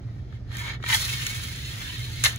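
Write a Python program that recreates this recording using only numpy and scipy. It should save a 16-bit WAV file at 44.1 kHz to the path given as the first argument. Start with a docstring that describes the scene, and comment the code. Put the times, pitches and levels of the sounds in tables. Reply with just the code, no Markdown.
"""Toy car in a shop aisle

A small die-cast car is rolled back by hand, shoved off and rolls away until it hits a shelf foot.
Hard wheels chatter over the floor's grit and ring the metal body; the crash echoes in the aisle.
Ventilation and mains hum fill the shop. A phone's two microphones hear it with a phase offset."""
import sys
import numpy as np
from scipy import signal
from scipy.fft import rfft, irfft, next_fast_len
from scipy.io import wavfile
from scipy.ndimage import map_coordinates

SR = 44100
rng = np.random.default_rng(int(sys.argv[2]) if len(sys.argv) > 2 else 0)


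def log_audio(samples):
    """Write samples as a 16-bit WAV file to the path given in sys.argv[1]."""
    # one column per channel
    frames = np.atleast_2d(samples).T
    # limit to full scale, then quantise
    limited = np.clip(frames, -1, 1)
    pcm = np.round(limited * 32767).astype(np.int16)
    wavfile.write(sys.argv[1], SR, pcm)


N = 105002

# Background spectra (frequency [Hz], relative level [dB])
VENT_SPECTRUM = [(13, -48), (22, -19), (65, 0.5), (91, 0), (125, 2), (148, -8.5), (245, -17), (388, -22),
                 (530, -29.5), (708, -29), (1070, -41.5), (1230, -36), (7000, -58.5), (9100, -98),
                 (15400, -120)]
ROOM_HISS_SPECTRUM = [(2000, -20), (5000, 4), (8000, -12), (15500, -22)]
# Rolling force (time [s], level [dB], hiss re level [dB], rumble re level [dB])
ROLL_LEVELS = [(0, -62.5, -19, -6), (0.2, -60.5, -12, -3), (0.26, -66, -17, -17), (0.3, -61.5, -21, -18),
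               (0.35, -54, -15, -14), (0.44, -70.5, -22, -7), (0.529, -42.5, -13, -8),
               (0.598, -37, -8, -11), (0.68, -34.5, -17, -9), (0.744, -37.5, -22, -8.5),
               (0.786, -60.5, -22, -3), (0.815, -53, -15, -4), (0.869, -31.5, -12, -23),
               (0.899, -23, -9.5, -15), (0.946, -20, -5, -31), (0.963, -31, 2.5, -9.5),
               (1.05, -32, -2.5, -14), (1.2, -33.5, -4.5, -18.5), (1.4, -36, -4, -14.5),
               (1.64, -40, -7, -26), (1.82, -37, -5, -9), (1.9, -38.5, -7.5, -31), (2.15, -42, -5, -35),
               (2.23, -36.5, -6, -17), (2.33, -41, -10.5, -5), (2.38, -42, -11, -20)]
# Wheel and body knocks; shelf contacts (time [s], body [dB], treble [dB], rumble [dB])
KNOCKS = [(0.085, -60, -75, -46.5), (0.1915, -51, -76, -54), (0.3247, -43, -65, -39),
          (0.5142, -36, -61, -35), (0.5692, -26, -25, -60), (0.8005, -57, -72, -38.5),
          (0.826, -27.5, -49, -43), (0.8382, -21.5, -37, -23.5), (0.8619, -18, -48, -62),
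          (0.8999, -10, -33, -41), (0.9274, -7, -28, -39), (0.9444, -7.5, -32, -51),
          (1.2665, -18, -16.5, -52), (2.3599, -44, -27.5, -50)]
SHELF_CONTACTS = [(2.2355, -38, -31, -54), (2.2384, -12, -9, -29.5), (2.2475, -13.5, -9.5, -41),
                  (2.2515, -12.5, -30, -27.5), (2.259, -13, -24, -28.5)]
# Car's force-to-sound paths (frequency [Hz], relative gain [dB])
SCRAPE_PATH = [(500, -30), (1200, -11), (1600, -3), (2000, -1), (2500, -3), (3000, 0), (4300, -1),
               (4900, -10), (7000, -20), (9000, -35)]
HISS_PATH = [(3500, -25), (4800, -1), (7000, -1), (10000, -5), (13000, -9), (14000, -14), (15000, -7),
             (15700, -7)]
SNAP_PATH = [(3500, -42), (5500, 5.5), (7500, 4.5), (12000, -2.5), (14000, -5.5), (15500, -9), (16600, -17)]
RUMBLE_PATH = [(200, -27.5), (450, -8), (750, -7.5), (950, -6.5), (1300, 0), (2000, -3.5)]
# Metal body resonances (frequency [Hz], width [Hz], relative gain [dB])
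BODY_MODES = [(930, 120, -16), (1270, 130, -13), (1590, 100, -6), (1850, 95, 0), (2130, 110, 0),
              (2330, 100, -4), (2630, 140, -4), (3030, 140, -2), (3270, 130, -2), (3660, 120, 0),
              (3880, 110, -2), (4200, 110, 0), (5050, 150, -10), (6600, 700, -17)]
# Change per resonance under a fingertip (gain [dB])
HELD_MODE_DB = [10, 3, 3, 5, 3, 4, -6, -4, 0, -4, -2, -3, -2, 0]
# Microphone phase (frequency [Hz], left lead [rad])
MIC_LEAD = [(0, 0), (1400, 2), (2400, 8), (3200, 8), (5000, 8.5), (6300, 12), (15700, 0.5), (22050, -18)]
# Microphone likeness (frequency [Hz], coherence [0-1])
MIC_COHERENCE = [(60, 0.99), (200, 0.97), (500, 0.69), (1200, 0.087), (4000, 0.11), (6500, 0.54), (8000, 1),
                 (16000, 1)]
# Microphone balance (frequency [Hz], left minus right [dB])
MIC_BALANCE = [(60, -4), (130, -1.5), (290, -3), (640, 0.5), (1410, 2), (3100, -1.5), (6820, -2),
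               (15000, 2)]

KNOCK_T60_S, CRASH_T60_S = (.012, .008, .014), (.043, .014, .043)  # body, treble, rumble
LET_GO_S, RELEASE_S = 0.98, 0.03
HELD_STEADYING, HELD_SCRAPE_DB = 0.4, -4
DRIFT_DB, DRIFT_PER_S = 4, 22
WANDER_HZ, WANDER_PER_S = 70, 14


def amp(db):
    return 10 ** (np.asarray(db) / 20)


def unit_rms(x):
    return x / np.sqrt(np.mean(x ** 2) + 1e-20)


def log_interp(points, hz):
    knots_hz, values = np.transpose(points)
    return np.interp(np.log(hz + 1), np.log(knots_hz + 1), values)


def wobble(knots_per_s, count=N):
    """Smooth random curve."""
    knots = rng.standard_normal(int(count * knots_per_s / SR) + 4)
    return map_coordinates(knots, [np.arange(count) * knots_per_s / SR])


def filtered(x, response):
    size = 2 * next_fast_len(N // 2 + SR // 4)
    return irfft(rfft(x, size) * response(np.fft.rfftfreq(size, 1 / SR)), size)[..., :N]


def colour(points):
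    """Minimum-phase response through the points, closed outside them."""
    closed = [(1, -129), *points, (points[-1][0] + 300, -120)]

    def response(hz):
        cepstrum = irfft(np.log(amp(log_interp(closed, hz))))
        half = len(cepstrum) // 2
        cepstrum[1:half] *= 2
        cepstrum[half + 1:] = 0
        return np.exp(rfft(cepstrum))
    return response


def shop(vent_db=-36.5, hiss_db=-70.5, hum_db=-39, hum_hz=119.5, waver_db=2.5):
    """Ventilation rumble, faint hiss and wavering mains hum."""
    vent = unit_rms(filtered(rng.standard_normal(N), colour(VENT_SPECTRUM)))
    hiss = unit_rms(filtered(rng.standard_normal(N), colour(ROOM_HISS_SPECTRUM)))
    hum = np.sqrt(2) * np.sin(2 * np.pi * hum_hz * np.arange(N) / SR + 1.19 * wobble(5.65))
    return amp(vent_db) * vent + amp(hiss_db) * hiss + amp(hum_db + waver_db * wobble(4.2)) * hum


def grit(bumps_per_s=1400, spread_db=2, bump_share=0.46):
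    """Random floor bumps over fine roughness."""
    struck = rng.random(N) < bumps_per_s / SR
    bumps = struck * amp(spread_db * rng.standard_normal(N)) * rng.standard_normal(N)
    return np.sqrt(bump_share) * unit_rms(bumps) + np.sqrt(1 - bump_share) * rng.standard_normal(N)


def rolling(flutter_db=1.3, flutter_per_s=70):
    """Fluttering force of wheels on grit: body, treble, rumble."""
    times_s, *columns = np.transpose(ROLL_LEVELS)
    level_db, hiss_db, rumble_db = [np.interp(np.arange(N) / SR, times_s, c) for c in columns]
    level_db += flutter_db * wobble(flutter_per_s)
    return np.array([grit() * amp(level_db + offset_db) for offset_db in (0, hiss_db, rumble_db)])


def jolts(contacts, t60_s, rise_s=.0003):
    """One dying burst of noisy force per contact: body, treble, rumble."""
    force = np.zeros((3, N + SR))
    t = np.arange(SR // 4) / SR
    envelope = amp(-60 * t / np.array(t60_s)[:, None]) * (1 - np.exp(-t / rise_s))
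    for time_s, *levels_db in contacts:
        start = round(time_s * SR)
        signs = np.sign(rng.standard_normal(len(t)))
        force[:, start:start + len(t)] += amp(levels_db)[:, None] * envelope * signs
    return force[:, :N]


def crash(aisle_db=(-7, -2, 1), aisle_t60_s=0.18):
    """Quick shelf contacts plus the aisle's reverberation: body, treble, rumble."""
    hit = jolts(SHELF_CONTACTS, CRASH_T60_S)
    t = np.arange(SR // 2) / SR
    tail = rng.standard_normal(len(t)) * amp(-60 * t / aisle_t60_s)
    reverb = signal.fftconvolve(hit, tail[None] / np.linalg.norm(tail), axes=1)[:, :N]
    return hit + amp(aisle_db)[:, None] * reverb


def car_paths(hz, ring_db=8):
    """Hiss, snap and rumble at unit power each; scrape and body modes share unit power."""
    hiss, snap, rumble, scrape = [colour(p)(hz) for p in (HISS_PATH, SNAP_PATH, RUMBLE_PATH, SCRAPE_PATH)]
    body = [scrape]
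    for mode_hz, width_hz, gain_db in BODY_MODES:
        loss = 1j * hz * width_hz
        body.append(amp(gain_db + ring_db) * (loss / (mode_hz ** 2 - hz ** 2 + loss)) ** 2)
    paths = []
    for group in ([hiss], [snap], [rumble], body):
        power = sum(np.mean(np.abs(path) ** 2) for path in group)
        paths += [path / np.sqrt(power) for path in group]
    return np.array(paths)


def rocking(knots_per_s, held, hop=16):
    """The car's rocking, one curve per mode; smaller while held."""
    coarse = [wobble(hop * knots_per_s, N // hop + 1) for _ in BODY_MODES]
    return (1 - HELD_STEADYING * held) * np.repeat(coarse, hop, axis=1)[:, :N]


def body_ring(modes, held):
    """Rocking shifts each mode's strength and pitch; the fingertip rebalances the modes."""
    drift = unit_rms(amp(DRIFT_DB * rocking(DRIFT_PER_S, held)))
    wander_cycles = np.cumsum(WANDER_HZ * rocking(WANDER_PER_S, held), axis=1) / SR
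    analytic = signal.hilbert(modes, next_fast_len(N))[:, :N]
    rings = np.real(analytic * np.exp(2j * np.pi * wander_cycles))
    return (rings * drift * amp(np.outer(HELD_MODE_DB, held))).sum(axis=0)


def car():
    """Rolling and impacts drive the car's paths; a fingertip rests on the roof until let-go."""
    roll_body, roll_treble, roll_rumble = rolling()
    hit_body, hit_treble, hit_rumble = jolts(KNOCKS, KNOCK_T60_S) + crash()
    body_forces = [roll_body + hit_body] * (1 + len(BODY_MODES))
    forces = np.array([roll_treble, hit_treble, roll_rumble + hit_rumble] + body_forces)
    forces *= np.sign(rng.standard_normal(forces.shape))  # decorrelates the paths
    hiss, snap, rumble, scrape, *modes = filtered(forces, car_paths)
    held = np.clip((LET_GO_S - np.arange(N) / SR) / RELEASE_S, 0, 1)
    return hiss + snap + rumble + amp(HELD_SCRAPE_DB * held) * scrape + body_ring(modes, held)


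def microphones(shared, scattered):
    """Shared sound in like sign, scattered in opposite sign; both offset in phase and level."""
    side = np.array([[1], [-1]])

    def mix_rad(hz):
        return np.arccos(log_interp(MIC_COHERENCE, hz)) / 2

    def port(hz):
        lead_rad = np.interp(hz, *np.transpose(MIC_LEAD))
        return amp(side * log_interp(MIC_BALANCE, hz) / 2) * np.exp(.5j * side * lead_rad)

    return (filtered(shared, lambda hz: port(hz) * np.cos(mix_rad(hz)))
            + filtered(scattered, lambda hz: port(hz) * side * np.sin(mix_rad(hz))))


def scene():
    """Two independent draws of car and shop, mixed to stereo."""
    return microphones(shared=car() + shop(), scattered=car() + shop())


def record(dry, top_hz=17100):
    """Brick-wall low-pass."""
    return filtered(dry, lambda hz: hz < top_hz)


dry = scene()
out = record(dry)
log_audio(out)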